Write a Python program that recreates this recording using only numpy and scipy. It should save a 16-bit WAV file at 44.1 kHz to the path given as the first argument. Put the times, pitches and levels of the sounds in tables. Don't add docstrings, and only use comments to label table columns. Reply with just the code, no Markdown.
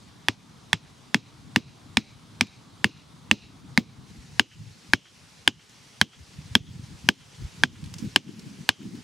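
import sys
import numpy as np
from scipy import signal
from scipy.fft import rfft, irfft
from scipy.io import wavfile
from scipy.ndimage import uniform_filter1d

SR = 44100
rng = np.random.default_rng(int(sys.argv[2]) if len(sys.argv) > 2 else 0)


def log_audio(samples):
    frames = np.atleast_2d(samples).T
    limited = np.clip(frames, -1, 1)
    pcm = np.round(limited * 32767).astype(np.int16)
    wavfile.write(sys.argv[1], SR, pcm)


def volts(x):
    e = np.asarray(x, float) / 20
    return 10 ** e


N = 398223
CUT_S = 4.07

# (time [s], level [dB])
LEAVES_LEVEL = [(0, -55.5), (1.5, -54.5), (3, -55), (4.06, -55.5), (4.08, -54), (5.5, -53), (6.5, -51.5),
                (7.5, -50), (8, -49.5), (8.5, -51.5), (9.03, -51.5)]
# (frequency [Hz], level [dB per Hz])
LEAVES_FAR_TONE = [(260, -35.5), (450, -2), (470, -13), (652, -8), (1160, -6.5), (1740, -14), (2110, -13),
                   (2550, -15.5), (3590, -11.5), (4980, -15), (6600, -18), (10100, -24), (15600, -44.5)]
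# (frequency [Hz], level [dB per Hz])
LEAVES_NEAR_TONE = [(260, -30), (450, 4.5), (492, -0.5), (633, -5.5), (734, -3), (931, -1.5), (1370, -4),
                    (2200, -2.5), (5690, -3.5), (10300, -14), (15600, -33.5)]
# (frequency [Hz], likeness [0 to 1])
LEAVES_LIKENESS = [(60, 0.21), (150, 0.21), (380, 0.07), (950, 0.44), (2380, 0.6), (5980, 0.8),
                   (15000, 0.78)]

# (time [s], level [dB])
BREEZE_LEVEL = [(0, -56.5), (0.9, -54.5), (1.4, -51), (3.0, -53.5), (3.6, -50), (4.1, -49.5), (4.4, -60.5),
                (5.1, -70), (6.1, -66.5), (6.5, -54.5), (9.03, -65)]
# (middle [s], half length [s], level [dB], flutter over rumble [dB])
GUSTS = [(4.157, 0.087, -48, -26), (4.35, 0.079, -44.5, -18.5), (4.627, 0.073, -38.5, -18.5),
         (4.895, .03, -45.5, -10.5), (5.2, 0.12, -57, -20), (5.55, .03, -45.5, -20),
         (6.192, 0.027, -40, -17), (6.436, 0.067, -41.5, -15), (6.7, 0.15, -35.5, -10),
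         (6.91, .06, -41.5, -7.5), (7.07, 0.046, -41, -7.5), (7.22, .08, -47.5, -7.5),
         (7.436, .04, -33, -11.5), (7.679, .08, -36.5, -3.5), (7.864, 0.24, -38.5, -8.5),
         (8.044, 0.04, -37, 5.5), (8.33, 0.14, -57.5, 17.5), (8.433, 0.14, -57, 15.5),
         (8.601, 0.0523, -56, 14), (8.85, .06, -52, 15.5), (8.943, 0.054, -59, 22.5)]
# (frequency [Hz], level [dB per Hz])
RUMBLE_TONE = [(20, -29), (45, -19), (90, -1.5), (130, 3), (200, -21.5), (400, -57.5)]
# (frequency [Hz], level [dB per Hz])
FLUTTER_TONE = [(80, -34.5), (140, -2.5), (200, 1), (300, -6.5), (450, -21.5), (800, -52.5)]
# (time [s], peak [dB], frequency [Hz], left over right [dB], length [cycles])
PUFFS = [(4.177, -46, 66.4, 3.5, 1.8), (4.6, -52, 133, 0, 1.9), (4.648, -49.5, 107, 5, 6),
         (6.196, -51, 78.1, 4, 4.1), (6.383, -40.5, 135, -1, 2), (6.448, -44.5, 126, 2, 3.1),
         (6.506, -39, 96, -0.5, 2.2), (6.6, -34.5, 106, -3.5, 2), (6.679, -40, 146, 3, 3.1),
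         (6.748, -38.5, 142, -1, 3.3), (6.791, -41, 174, 1, 2.1), (6.828, -39.5, 125, 3, 2.9),
         (6.92, -48.5, 152, -3, 2.3), (7.037, -44, 122, 0, 2), (7.42, -39.5, 171, 0.5, 1.2),
         (7.827, -34, 118, -3.5, 1.33), (7.955, -44.5, 146, -8, 2.6), (8.022, -36, 214, -12.5, 2.3),
         (8.041, -37.5, 182, 8.5, 2.3), (8.069, -36.5, 153, 3.5, 1.9), (8.289, -36, 238.7, 13, 2.36),
         (8.802, -45, 258, 9, 2.6)]
# (time [s], peak [dB], frequency [Hz], time to fall 60 dB [s])
SNAPS = [(2.4694, -43, 3840, 0.026), (5.695, -49, 6100, 0.037), (7.8406, -40, 4100, 0.034),
         (7.8594, -43, 4050, 0.03), (7.9399, -29.5, 6100, 0.019), (7.9838, -39, 6000, 0.11),
         (8.0494, -46, 4130, 0.018), (8.1145, -52, 4340, 0.046), (8.3933, -41, 5170, 0.049),
         (8.8294, -46.5, 2560, 0.03), (8.9531, -45, 4000, 0.036)]

# (time [s], strength [dB], second mode [Hz], second mode over first [dB], third mode [Hz])
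KNOCKS = [(0.284, 2, 2400, -7, 3390), (0.73, 3.5, 2440, -7, 3330), (1.144, 1, 2580, -3, 3336),
          (1.56, 3.5, 2700, -5.5, 3520), (1.97, 1.5, 2355, 3, 4080), (2.409, -3, 2330, 6.5, 3780),
          (2.843, 4.5, 2730, -3.5, 2940), (3.312, 3.5, 2735, 4, 2900), (3.775, 0, 2090, 1, 3746),
          (4.395, -1, 2946, 2, 2950), (4.934, 2.5, 2265, -5, 3180), (5.476, -1, 3030, 2, 3044),
          (6.013, 0.5, 3155, -8.5, 3200), (6.552, -2.5, 3250, 1.5, 3350), (7.088, 0.5, 3010, 1.5, 3166),
          (7.635, 3.5, 2250, -20.5, 3256), (8.16, -2, 3000, 5.5, 3100), (8.69, -3, 2933, 4, 3164)]
# (steel crack [dB], thud [dB], thud [Hz], far echo [dB])
ANSWERS = [(-14.5, -24.5, 320, -67), (-11.5, -25.5, 162, -62.5), (-14, -16.5, 224, -58),
           (-12.5, -15, 234, -55.5), (-8.5, -17, 227, -53), (-9.5, -17.5, 226, -53), (-13, -15, 223, -53.5),
           (-13, -14, 227, -50.5), (-12, -12.5, 229, -58), (-8, -15, 214, -51.5), (-10, -16, 211, -50),
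           (-7, -19, 290, -52.5), (-9, -14.5, 230, -51.5), (-9, -14, 218, -50), (-8.5, -16, 251, -53.5),
           (-11.5, -17, 205, -54), (-8.5, -18.5, 287, -53), (-7, -22, 240, -53)]
# (frequency [Hz], level [dB per Hz])
CRACK_TONE = [(1180, -31), (2200, -6.5), (3310, -10.5), (4600, -9), (5620, -15), (10100, -25.5),
              (13500, -34.5), (16500, -63.5)]
# (frequency [Hz], level [dB per Hz])
SOIL_TONE = [(50, -21), (100, -1), (250, 4.5), (350, -3), (550, -16.5), (1200, -45.5)]
# (frequency [Hz], time to fall 60 dB [s])
BRUSH_FADE = [(200, .09), (600, 0.16), (1500, 0.065), (3000, 0.11), (6000, 0.19), (9000, 0.056),
              (13000, .03)]
# (frequency [Hz], level [dB])
BRUSH_TONE = [(300, -15.5), (900, -1.5), (1700, 0), (2800, 2.5), (5000, -8), (9000, -13), (14000, -30.5),
              (17000, -45)]
# (frequency [Hz], level [dB])
SLAP_TONE = [(600, -24), (1300, 12), (3000, 10), (4500, -20), (7000, -34)]

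FIRST_HZ, STAKE_T60_S = (1860, 1610), (0.0055, 0.0082)
MIDDLE_HZ, MIDDLE_DB = (2120, 2184), (-11, -12)
BEND_DB, THIRD_DB = (-12.5, -13.5), (-6, -3)
BOUNCE_DB, PAN_DB = (-20, -10.5), (-2.4, 1.6)
THUD_LATE_S, THUD_CYCLES, DEEP_DB = (0.0038, 0.0028), (2.3, 1.3), (-25.5, -29)
BRUSH_DB, SLAP_DB, UPPER_ECHO_DB = (-6.5, -5), (-59.5, -49.5), (-9.5, -20)
ECHO_START_DB, ECHO_START_T60_S = (9.5, 13.5), (0.5, 0.27)
ECHO_PEAK_S, ECHO_NARROW_DB = (0.11, 0.12), (18.5, 48)


def evened(x):
    return x / np.sqrt(np.mean(x ** 2) + 1e-20)


def read(points, hz):
    f, value = np.transpose(points)
    return np.interp(np.log(hz + 1), np.log(f + 1), value)


def level_over_time(points, t):
    return volts(np.interp(t, *np.transpose(points)))


def add(mix, s, sound):
    part = mix[:, round(s * SR):][:, :sound.shape[-1]]
    part += sound[..., :part.shape[1]]


def sides(pan_db):
    return volts([[pan_db / 2], [-pan_db / 2]])


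def fade_in(t, rise):
    return 1 - np.exp(-t / rise)


def ring(t, hz, t60, rise):
    t = np.maximum(t, 0)
    return np.sin(2 * np.pi * hz * t) * volts(-60 * t / t60) * fade_in(t, rise)


def coloured(x, points):
    size = x.shape[-1]
    return irfft(rfft(x) * volts(read(points, np.fft.rfftfreq(size, 1 / SR))), size)


def stereo_pair(parts, likeness):
    a, b, c, d = parts
    left, own = a + 1j * b, c + 1j * d
    return np.array([left, likeness * left + np.sqrt(1 - likeness ** 2) * own])


def smooth_patches(noise, hz_bins, frames):
    return evened(uniform_filter1d(uniform_filter1d(noise, size=hz_bins, axis=0), size=frames, axis=1))


def leaves():
    frames, hz = N // 128 + 5, np.fft.rfftfreq(512, 1 / SR)
    t = np.arange(frames) * 128 / SR
    *parts, noise = rng.standard_normal((frames, 257, 5)).T
    flicker = evened(uniform_filter1d(noise.sum(0), size=5))
    patches = smooth_patches(noise, 6, 20)
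    likeness = np.clip(read(LEAVES_LIKENESS, hz), -1, 1)[:, None]
    z = stereo_pair(parts, likeness)
    far = evened(volts(read(LEAVES_FAR_TONE, hz)))[:, None]
    near = evened(volts(read(LEAVES_NEAR_TONE, hz)))[:, None]
    z *= np.where(t < CUT_S, far, near) * volts(1.1 * patches + 0.55 * flicker)
    z *= (hz < 15700)[:, None]
    hiss = evened(signal.istft(z, nperseg=512, noverlap=384)[1][:, :N])
    return level_over_time(LEAVES_LEVEL, np.arange(N) / SR) * hiss


def wind():
    frames, hz = N // 256 + 5, np.fft.rfftfreq(1024, 1 / SR)
    t = np.arange(frames) * 256 / SR
    middle_s, half_s, gust_db, flutter_db = np.transpose(GUSTS)
    swell = np.exp(-((t[:, None] - middle_s) / half_s) ** 2) * volts(gust_db)
    breeze = level_over_time(BREEZE_LEVEL, t)
    *parts, noise = rng.standard_normal((frames, 513, 5)).T
    lumps = smooth_patches(noise, 4, 4)
    deep_level = np.hypot(np.hypot(breeze, swell.max(1)), volts(-59.5))
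    flutter_gust = (swell * volts(flutter_db)).max(1)
    flutter_level = np.hypot(np.hypot(breeze * volts(-2), flutter_gust), volts(-59.0))
    deep = evened(volts(read(RUMBLE_TONE, hz)))[:, None] * deep_level
    flutter = evened(volts(read(FLUTTER_TONE, hz)))[:, None] * flutter_level
    z = stereo_pair(parts, 0.72) * volts(2.9 * lumps)
    z = z / np.sqrt(np.mean(abs(z) ** 2)) * np.hypot(deep, flutter)
    return 39.5 * sides(1.3) * signal.istft(z, nperseg=1024, noverlap=768)[1][:, :N] / 512


def puffs():
    out = np.zeros((2, N))
    for s, db, hz, pan_db, cycles in PUFFS:
        t = np.arange(round(cycles / hz * SR)) / SR
        port_lag = np.array([[0], [0.34 * rng.standard_normal()]])
        phase = rng.uniform(0, 2 * np.pi) + port_lag
        wave = np.sin(2 * np.pi * hz * t + phase) * np.hanning(len(t))
        add(out, s, volts(db + 12.0) * sides(pan_db) * wave)
    return out


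def jolt():
    s, peak_db, half_width_s = 7.445, -23, 0.004
    u = (np.arange(N) / SR - s) / half_width_s
    return -volts(peak_db) * (1 - u - u ** 2) * np.exp(-u ** 2 / 2)


def snaps():
    out, t = np.zeros((2, N)), np.arange(4000) / SR
    for s, db, hz, t60 in SNAPS:
        noise = rng.standard_normal(len(t)) + 0.44 * rng.standard_normal((2, len(t)))
        tone = [(hz / 4, -22), (hz * 1.1, -6), (hz, 0), (hz * 0.85, -6),
                (11000, -22), (15500, -45), (16500, -70)]
        add(out, s, volts(db - 60 * t / t60) * evened(coloured(noise, tone)))
    return out


def scatter(tone, level_db, size):
    same, own = rng.standard_normal(size), rng.standard_normal((2, size))
    hz, t, z = signal.stft(same + 0.13 * own, SR, nperseg=192)
    z = z * evened(volts(read(tone, hz)))[:, None] * volts(level_db(hz[:, None], t))
    z /= 1 + (hz[:, None] / 10500) ** 10
    return signal.istft(z, SR, nperseg=192)[1]


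def tree_echo(view, high_hz, top_hz):
    echo_hz, upper_db = (max(high_hz, 2420), top_hz)[view], UPPER_ECHO_DB[view]
    tone = [(echo_hz * 0.5, -24), (echo_hz * 0.83, -14), (echo_hz, 0), (echo_hz * 1.1, -13)]
    tone += [(3680, upper_db - 2), (3950, upper_db + 8), (4350, upper_db - 1), (6200, -15), (9000, -40)]

    def late_db(hz, t):
        build = -ECHO_NARROW_DB[view] * np.log2((t + 0.001) / ECHO_PEAK_S[view]) ** 2
        start = ECHO_START_DB[view] - 60 * t / ECHO_START_T60_S[view]
        return np.maximum(build, start)

    return scatter(tone, late_db, size=16384)


def brush_return(high_hz, top_hz):
    def level_db(hz, t):
        lift = sum(np.exp(-((hz - f) / 169) ** 2) for f in (high_hz, top_hz, 5120))
        return 2.5 * lift - 60 * t / read(BRUSH_FADE, hz)

    return scatter(BRUSH_TONE, level_db, size=6144)


def soil_thud(t, view, thud_db, thud_hz):
    late = np.maximum(t - THUD_LATE_S[view], 0)
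    hold = fade_in(late, 0.0024) * np.exp(-(late * thud_hz / THUD_CYCLES[view]) ** 2)
    soil = volts(thud_db) * hold * np.sin(2 * np.pi * thud_hz * late + np.array([[0.2], [-0.2]]))
    soil += volts(DEEP_DB[view]) * ring(late, 110, 0.086, 0.0041)
    shaken = rng.standard_normal(len(t)) + 0.5 * rng.standard_normal((2, len(t)))
    rumble = evened(coloured(shaken, SOIL_TONE)) * volts(-60 * late / 0.13) * fade_in(late, 0.001)
    return volts(5.5) * (soil * sides(1.1) + volts(thud_db - 12) * rumble)


def stake_wood(t, view, db, high_hz, high_db, top_hz):
    t60 = STAKE_T60_S[view]
    wood = ring(t, FIRST_HZ[view], t60, 0.0004)
    wood += volts(high_db) * ring(t, high_hz, 1.39 * t60, 0.00088)
    wood *= volts(db)
    wood += volts(BEND_DB[view] + 2.5) * ring(t, 1000, 0.0092, 0.00066)
    wood += volts(THIRD_DB[view]) * ring(t, top_hz, 0.0084, 0.001)
    wood += volts(-13.5) * ring(t, 1200, 0.013, 0.00077)
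    wood += volts(MIDDLE_DB[view]) * ring(t, MIDDLE_HZ[view], 0.017, 0.0018)
    return -volts(3) * wood


def steel_crack(t, crack_db):
    grit = evened(coloured(rng.standard_normal(len(t)), CRACK_TONE))
    after = np.maximum(t, 0)
    return volts(crack_db + 8) * grit * volts(-60 * after / 0.0077) * fade_in(after, 0.00027)


def steel_ring(t, crack_db):
    steel = ring(t, 5120, 0.065, 0.001) + volts(-4) * ring(t, 3480, 0.06, 0.001)
    return volts(crack_db - 21) * steel


def knock(blow, answer, view):
    _, db, high_hz, high_db, top_hz = blow
    crack_db, thud_db, thud_hz, _ = answer
    t = np.arange(6000) / SR - 0.0005
    wood = stake_wood(t, view, db, high_hz, high_db, top_hz)
    crack = steel_crack(t, crack_db)
    steel = steel_ring(t, crack_db)
    bounced = np.roll(wood + 0.067 * crack, round(0.001182 * SR))
    bounce = volts(BOUNCE_DB[view]) * bounced * sides(-13.0)
    ground = soil_thud(t, view, thud_db, thud_hz)
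    return (wood + crack + steel + bounce) * sides(PAN_DB[view]) + ground


def knocks():
    out = np.zeros((2, N))
    for blow, answer in zip(KNOCKS, ANSWERS):
        s, db, high_hz, _, top_hz = blow
        view = int(s > CUT_S)
        add(out, s, knock(blow, answer, view))
        add(out, s + 0.0038, volts(BRUSH_DB[view] - 25.5) * brush_return(high_hz, top_hz))
        add(out, s + 0.0071, volts(answer[3]) * tree_echo(view, high_hz, top_hz))
        slap = scatter(SLAP_TONE, lambda hz, t: -60 * t / 0.13 + 0 * hz, size=4096)
        add(out, s + 0.119, volts(db + SLAP_DB[view]) * slap)
    return out


def scene():
    return leaves() + wind() + puffs() + jolt() + snaps() + knocks()


def band_limit(x):
    return signal.sosfilt(signal.butter(12, 16740, fs=SR, output="sos"), x)


def record(dry):
    power = signal.lfilter([0.004], [1, -0.996], (dry ** 2).mean(0))
    power_db = 10 * np.log10(abs(power) + 1e-12)
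    loud = np.clip((power_db + 26) / 4, 0, 1)
    depth_db = np.where(np.arange(N) / SR < CUT_S, 32.0, 62.0)
    keep = np.exp(-1 / (0.13 * SR))
    duck_db = signal.lfilter([1 - keep], [1, -keep], depth_db * loud)
    duck_db = signal.lfilter([0.0025], [1, -1 + 0.0025], duck_db)
    bass_cut = signal.butter(2, 50, "high", fs=SR, output="sos")
    ducked = signal.sosfilt(bass_cut, dry) / volts(duck_db)
    squeezed = 0.92 * ducked / (1 + abs(ducked) ** 8) ** (1 / 8)
    treble_edge = signal.firwin(255, 16300, fs=SR)[None]
    mix = signal.oaconvolve(squeezed, treble_edge, "same")
    return band_limit(mix)


dry = scene()
out = record(dry)
log_audio(out)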